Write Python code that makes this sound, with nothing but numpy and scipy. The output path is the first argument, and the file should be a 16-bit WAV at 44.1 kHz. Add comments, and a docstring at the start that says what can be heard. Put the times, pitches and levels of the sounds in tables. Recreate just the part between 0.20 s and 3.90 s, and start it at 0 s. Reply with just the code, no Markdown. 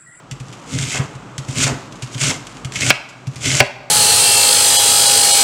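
"""Five crunchy strokes of a large knife through cabbage on a plastic board, close by, in a kitchen with a fan.
Leaves crunch as swarms of filtered clicks, and the board rumbles and booms with clicks and dying sines.
Light taps, grinding, a singing blade and rustling shreds fill in the detail.
Strokes four and five end in hard knocks: cracks, clacks and ringing that overload the microphone
and make its automatic gain turn down."""
import sys
import numpy as np
from scipy import signal
from scipy.fft import rfft, irfft
from scipy.io import wavfile
from scipy.ndimage import uniform_filter1d

SR = 44100
rng = np.random.default_rng(int(sys.argv[2]) if len(sys.argv) > 2 else 0)


def int16_out(signal):
    """Quantize to a 16-bit WAV file."""
    q = np.round(np.clip(np.atleast_2d(signal).T, -1, 1) * 32767)
    wavfile.write(sys.argv[1], SR, q.astype(np.int16))


N = 163170  # length in samples, 3.7 s

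# Levels in the tables are relative: filters, mix levels, the room and the microphone gain follow.
# One list per knife stroke. Each row: time in seconds, leaf crunch in dB, shove on the board in dB.
STROKES = [
    [(0.46, -47, -44), (0.538, -30, -21), (0.568, -36, -21), (0.584, -27.5, -26.5), (0.678, -30, -24.5),
     (0.712, -26.5, -43), (0.776, -26.5, -29), (0.804, -41.5, -16.5), (0.84, -46, -38)],
    [(1.28, -56, -21), (1.29, -38.5, -31), (1.346, -35, -32.5), (1.382, -23, -17), (1.432, -15.5, -25.5),
     (1.454, -24.5, -19.5), (1.484, -25, -32), (1.514, -40, -17.5), (1.54, -54, -26)],
    [(1.92, -41.5, -40), (1.95, -36, -38), (1.962, -44.5, -29), (2.002, -29, -34), (2.014, -17.5, -30),
     (2.044, -19.5, -20.5), (2.106, -18.5, -21.5), (2.126, -32, -35), (2.18, -47, -35)],
    [(2.52, -42, -40), (2.54, -32, -49), (2.564, -28, -35), (2.574, -31.5, -21.5), (2.602, -29, -34),
     (2.606, -22, -36), (2.632, -24, -16.5), (2.698, -17.5, -24)],
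    [(3.19, -63, -36), (3.21, -31.5, -30.5), (3.244, -21.5, -23), (3.26, -17.5, -17), (3.276, -18.5, -16.5),
     (3.316, -19, -21), (3.36, -18, -19), (3.388, -19, -31), (3.398, -16.5, -26)],
]
# Tone of the snapping leaves. Each row: frequency in Hz, level in dB.
LEAF_TONE = [(240, -10.5), (400, -5), (515, -18), (580, -3), (625, -5.5), (962, -12.5), (1530, -1),
             (1940, -6.5), (2120, 3), (2490, 0), (3210, 1), (3950, -3.5), (7280, 2), (8320, -3),
             (14000, -31)]
# Edges of the pitch bands for fibres of different sizes, in Hz.
FIBRE_BANDS_HZ = [200, 900, 1700, 2600, 3700, 5000, 6300, 7600, 9500, 15500]
# Tone of the shoved board. Each row: frequency in Hz, level in dB.
BOARD_TONE = [(20, -30), (32, -32), (48, -15.5), (70, -11.5), (105, -6.5), (124, 4.5), (136, 4), (150, 1),
              (175, -12.5), (215, -14.5), (260, -6), (320, -16.5), (600, -23), (1500, -59)]
# Hard knocks on the bare board. 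Each row: start in seconds, crack in dB, clack of the edge in dB,
# ring of the board in dB, thump in dB.
KNOCKS = [(2.7039, 28, 3, -17, -14), (3.4033, 31, 5, 4, -5.5)]
# Tone of the sharp crack. Each row: frequency in Hz, level in dB.
CRACK_TONE = [(200, -34.5), (500, -5.5), (800, -1), (1200, -7), (1700, -4.5), (2700, 4), (3400, -13),
              (5200, -19), (8000, -19), (15000, -47)]
# Tone of the edge's clack. Each row: frequency in Hz, level in dB.
CLACK_TONE = [(200, -10), (350, -10), (500, -9.5), (780, -6), (1000, -14.5), (1300, -9.5), (1680, -0.5),
              (1900, -10), (2200, 2.5), (2700, -5), (3100, -5), (4000, -9), (5500, -10.5), (8000, -39),
              (15000, -57)]
# Ringing tones of the struck board. Each row: frequency in Hz, level in dB, time to fade 60 dB in seconds.
BOARD_RING = [(248, -4, 0.096), (323, -15, .04), (398, -4.5, 0.11), (452, -4.5, 0.066), (592, 13.5, 0.039),
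              (694, 2, 0.038), (754, -10, 0.025), (789, 1.5, 0.089), (1006, -1, 0.045)]
# Boom of the board on the counter, before the pitch varies. Each row: frequency in Hz, level in dB,
# time to fade 60 dB in seconds.
THUMP_TONES = [(53, -9, 0.071), (110, -5.5, 0.085), (131, 3.5, 0.13), (189, -14, 0.046),
               (256.4, -14.5, 0.1)]
# Light contacts of blade and cabbage. Each row: start in seconds, tick in dB,
# time for the tick to fade 60 dB in seconds, board thump in dB.
TAPS = [(0.112, -22.5, 0.063, -14.5), (0.2, -32, 0.074, -17), (0.2836, -33.5, 0.023, -29),
        (.326, -33.5, 0.089, -42), (.587, -15.5, 0.016, -21), (.792, -40, .03, -12.5),
        (0.9518, -37.5, 0.044, -25.5), (1.1803, -21.5, 0.052, -16), (1.249, -33.5, 0.02, -39),
        (1.2841, -30, 0.068, -19), (1.439, -17, 0.09, -11), (1.7237, -35, .04, -35),
        (1.756, -37.5, 0.053, -51), (1.8228, -26, 0.1, -17.5), (1.947, -26.5, 0.039, -18),
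        (1.98, -27, 0.048, -42), (2.0099, -18, 0.033, -20), (2.2691, -27.5, 0.034, -40),
        (2.369, -36.5, 0.066, -45), (2.4474, -24, 0.048, -16.5), (2.5217, -22.5, 0.014, -44),
        (2.557, -20, .05, -27), (2.608, -16.5, .03, -25), (2.889, -30.5, 0.091, -42),
        (3.0702, -27, .05, -10), (3.1575, -29.5, 0.11, -20.5), (3.262, -32, .03, -13)]
# Tone of ticks and of rustling shreds. Each row: frequency in Hz, level in dB.
TICK_TONE = [(300, -50), (1200, -3), (2700, 4.5), (4200, -0.5), (7000, 2.5), (9500, -8.5), (12000, -18),
             (15000, -51)]
# The edge grinds through the last leaves onto the board. Each row: start in seconds,
# time to fade 60 dB in seconds, level in dB.
GRINDS = [(0.745, 0.53, -27.5), (.797, 0.19, -24.5), (1.464, 0.19, -19), (1.495, 0.18, -25),
          (1.52, 0.36, -30), (2.102, 0.19, -22.5)]
# Tone of the grinding. Each row: frequency in Hz, level in dB.
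GRIND_TONE = [(120, -8.5), (250, 4.5), (470, 3), (750, 4), (1100, 1.5), (1900, -2.5), (3000, -11),
              (6000, -35), (15000, -55)]
# The blade rubs through the dense heart. Each row: start in seconds, length in seconds, level in dB.
RUBS = [(0.514, 0.196, -37), (0.689, 0.11, -28), (1.355, 0.061, -34), (2.549, 0.03, -21),
        (2.615, 0.024, -17), (2.651, 0.045, -31), (3.232, 0.057, -27), (3.295, .03, -21.5),
        (3.323, 0.085, -35)]
# Tone of the singing blade. Each row: frequency in Hz, level in dB.
BLADE_TONE = [(300, -57), (1400, -18.5), (1850, -7), (2130, 9), (2350, -6), (2560, 4.5), (2850, -9),
              (3150, -4), (3800, -14), (6000, -42), (15000, -67)]
# Loudness of the loose shreds. Each row: time in seconds, level in dB.
RUSTLE_LEVEL = [(.1, -60), (.3, -46), (.35, -46), (.45, -49), (.85, -45.5), (1.1, -65), (1.3, -43.5),
                (1.6, -46.5), (1.7, -55), (1.881, -44), (2.24, -50), (2.32, -46), (2.48, -54), (2.95, -50),
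                (3.05, -53.5), (3.18, -37.5), (3.45, -56), (3.69, -57)]
# How long the room's tail lasts. Each row: frequency in Hz, time to fade 60 dB in seconds.
ROOM_FADE = [(100, 0.57), (250, 1), (660, 1), (1740, 0.81), (2600, 0.65), (4600, 0.69), (9000, 0.33),
             (15000, 0.82)]
# Tone of the kitchen fan. Each row: frequency in Hz, level in dB.
FAN_TONE = [(15, -50), (28, -36), (50, 3), (78, -31), (100, -6.5), (116, 5.5), (145, -1.5), (175, 2.5),
            (210, -5), (250, -2), (460, -7.5), (700, -9.5), (1250, -8), (1750, -17), (3000, -21),
            (4500, -29.5), (7800, -27), (10000, -45), (15000, -58)]

SNAPS_PER_S, SNAP_SPREAD_DB = 2200, 2.5  # rate for the band that ends at 5 kHz; others are scaled
CRUNCH_DB, SHOVE_DB, CUT_RELEASE_S = -0.5, -1.5, 0.0039
CLUMP_S, CLUMP_DB = 0.003, 1.93  # unevenness: the blade goes through one leaf after another
CLACK_T60_S, BOARD_RISE_S = 0.043, 0.0037
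BOUNCE_S, BOUNCE_DB = 0.014, -0.5  # the heel of the blade comes down just after the edge
THUMP_RISE_S = 0.006
THUMP_SCATTER = 0.031  # share by which pitch varies with where the board is pressed
RUSTLES_PER_S, RUSTLE_SPREAD_DB = 700, 0.5
ROOM_DB, EARLY_DB, EARLY_T60_S = -13.5, -11, 0.3
FAN_DB = -37
LOW_CUT_HZ, EDGE_HZ = 42, 15700  # lower and upper limit of the sound
LIMIT_DB, DUCK_SHARE = -9.5, 0.65  # above the limit, this share of the excess is turned down
RECOVER_DB_PER_S, DUCK_ATTACK_S = 13, 0.009
START_DUCK_DB = 6  # the gain is still recovering when the scene opens
CLIP_AT = 1.05


def amp(db):
    """Turns decibels into a gain."""
    return 10 ** (np.asarray(db) / 20)


def evened(x):
    """Scales a sound to an rms of one."""
    return x / np.sqrt(np.mean(x ** 2) + 1e-20)


def read(points, hz):
    """Reads a table between its points, on a log-frequency axis."""
    f, value = np.transpose(points)
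    return np.interp(np.log(hz + 1), np.log(f + 1), value)


def add(mix, s, sound):
    """Mixes a sound in at time s, in seconds."""
    part = mix[round(s * SR):][:len(sound)]
    part += sound[:len(part)]


def colour(x, spectrum, size=4096):
    """Gives a sound a tone with a filter of unit energy that never responds ahead of its input."""
    hz = abs(np.fft.fftfreq(size, 1 / SR))
    log_gain = np.log(amp(read(spectrum, hz)))
    # the Hilbert transform finds the phase that puts the energy first
    response = np.exp(np.conj(signal.hilbert(log_gain)))
    taps = np.fft.ifft(response).real[:size // 2]
    return signal.fftconvolve(x, taps / np.linalg.norm(taps))[:len(x)]


def snaps(count, per_s, spread_db):
    """Makes random clicks of uneven size, with an rms of one."""
    size = amp(spread_db * np.minimum(rng.exponential(1, count), 4))
    sign = rng.choice([-1, 1], count)
    happens = rng.random(count) < per_s / SR
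    return evened(size * sign * happens)


def burst(spectrum, t60):
    """A cluster of tiny clicks that fades by 60 dB in t60 seconds."""
    t = np.arange(SR // 2) / SR
    clicks = snaps(len(t), per_s=12000, spread_db=1.0)
    return colour(clicks * amp(-60 * t / t60), spectrum)


def ring(modes, rise_s, pitch=1):
    """Dying sines of a struck body that takes a moment to get moving."""
    t = np.arange(SR // 2) / SR
    sines = np.zeros(len(t))
    for hz, db, t60 in modes:
        phase = rng.random()
        sines += amp(db - 60 * t / t60) * np.sin(2 * np.pi * (hz * pitch * t + phase))
    return sines * (1 - np.exp(-(t / rise_s) ** 2))


def thump():
    """The board's low boom under a cushioned push."""
    pitch = 1 + THUMP_SCATTER * rng.uniform(-1.05, 1)
    return ring(THUMP_TONES, THUMP_RISE_S, pitch)


def cutting():
    """Leaf fibres snap by the thousand while the uneven push shakes the board."""
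    t = np.arange(N) / SR
    crunch, shove = np.zeros(N), np.zeros(N)
    for stroke in STROKES:
        s, crunch_db, shove_db = np.transpose(stroke)
        inside = (t > s[0]) & (t < s[-1] + CUT_RELEASE_S)
        crunch += inside * amp(np.interp(t, s, crunch_db))
        shove += inside * amp(np.interp(t, s, shove_db))
    slow_noise = uniform_filter1d(rng.standard_normal(N), max(int(CLUMP_S * SR), 1))
    clumps = evened(amp(CLUMP_DB * evened(slow_noise)))
    leaves = colour(crunch * clumps * fibres(), LEAF_TONE)
    board = colour(shove * snaps(N, per_s=900, spread_db=1.5), BOARD_TONE)
    return amp(CRUNCH_DB) * leaves + amp(SHOVE_DB) * board


def fibres():
    """Snaps of many fibres, each in a pitch band for its size; thick, low ones are rarer."""
    out = np.zeros(N)
    for lo, hi in zip(FIBRE_BANDS_HZ, FIBRE_BANDS_HZ[1:]):
        share = (hi / 5000) ** 0.7
        band = signal.butter(2, [lo, hi], "band", fs=SR, output="sos")
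        out += signal.sosfilt(band, snaps(N, SNAPS_PER_S * share, SNAP_SPREAD_DB))
    return evened(out)


def knocks():
    """The edge breaks through and strikes the bare board; the heel follows."""
    out = np.zeros(N)
    crack = colour(signal.unit_impulse(SR // 10), CRACK_TONE)
    for s, crack_db, clack_db, board_db, thump_db in KNOCKS:
        add(out, s, amp(crack_db) * crack)
        add(out, s, amp(clack_db) * burst(CLACK_TONE, CLACK_T60_S))
        add(out, s, amp(thump_db) * thump())
        for delay, db in (0, board_db), (BOUNCE_S, board_db + BOUNCE_DB):
            board = ring(BOARD_RING, BOARD_RISE_S) / np.sqrt(len(BOARD_RING))
            add(out, s + delay, amp(db) * board)
    return out


def contacts():
    """Light taps tick and push the board; soft landings grind on it."""
    out = np.zeros(N)
    for s, tick_db, t60, thump_db in TAPS:
        add(out, s, amp(tick_db) * burst(TICK_TONE, t60))
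        add(out, s, amp(thump_db) * thump())
    for s, t60, db in GRINDS:
        add(out, s, amp(db) * burst(GRIND_TONE, t60))
    return out


def rubbing():
    """Friction drives the damped resonances of the blade, so it sings."""
    push = np.zeros(N)
    for s, length, db in RUBS:
        add(push, s, amp(db) * signal.windows.tukey(int(length * SR), 0.5))
    return colour(push * snaps(N, per_s=3000, spread_db=6), BLADE_TONE)


def rustling():
    """Cut shreds slide off the blade and settle, as many small clicks."""
    level = amp(np.interp(np.arange(N) / SR, *np.transpose(RUSTLE_LEVEL)))
    return colour(level * snaps(N, RUSTLES_PER_S, RUSTLE_SPREAD_DB), TICK_TONE)


def kitchen(x):
    """Adds quick reflections from counter and cupboards, and the room's tail."""
    t = np.arange(SR) / SR
    early = snaps(SR, per_s=2000, spread_db=2.0) * amp(-60 * t / EARLY_T60_S) * (t > 0.003)
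    noise = rng.standard_normal(SR) * np.minimum(t / 0.0067, 1)  # the tail swells in
    hz, when, z = signal.stft(noise, SR, nperseg=256)
    fade = amp(-60 * when / read(ROOM_FADE, hz)[:, None])  # each frequency dies at its own rate
    tail = signal.istft(z * fade, SR, nperseg=256)[1][:SR]
    echo = amp(EARLY_DB) * early / np.linalg.norm(early)
    echo = echo + amp(ROOM_DB) * tail / np.linalg.norm(tail)
    return x + signal.fftconvolve(x, echo)[:N]


def fan():
    """Steady rush of air in the room: noise shaped by frequency."""
    gain = amp(read(FAN_TONE, np.fft.rfftfreq(N, 1 / SR)))
    air = irfft(rfft(rng.standard_normal(N)) * gain, N)
    return amp(FAN_DB) * evened(air)


def scene():
    """Knife, cabbage and board echo in the kitchen over the fan."""
    sources = cutting() + knocks() + contacts() + rubbing() + rustling()
    return (kitchen(sources) + fan())[None]


def record(dry):
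    """Low cut; gain control reacts too late to the knocks, which clip; then the upper limit."""
    low_cut = signal.butter(2, LOW_CUT_HZ, "high", fs=SR, output="sos")
    x = signal.sosfilt(low_cut, dry)
    power = abs(signal.lfilter(np.ones(256) / 256, 1, x[0] ** 2))
    level_db = 10 * np.log10(power + 1e-12)
    # the running maximum holds each duck; taking the fall away again lets it recover steadily
    fall = np.arange(N) / SR * RECOVER_DB_PER_S
    wanted_db = np.maximum(DUCK_SHARE * (level_db - LIMIT_DB) + fall, START_DUCK_DB)
    duck_db = np.maximum(np.maximum.accumulate(wanted_db) - fall, 0)
    lag = np.exp(-1 / (DUCK_ATTACK_S * SR))
    ducked = x * amp(-signal.lfilter([1 - lag], [1, -lag], duck_db))
    clipped = np.clip(ducked, -CLIP_AT, CLIP_AT)
    high_cut = signal.firwin(511, EDGE_HZ, window=("kaiser", 8), fs=SR)
    return signal.oaconvolve(clipped, high_cut[None], "same")


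dry = scene()
out = record(dry)
int16_out(out)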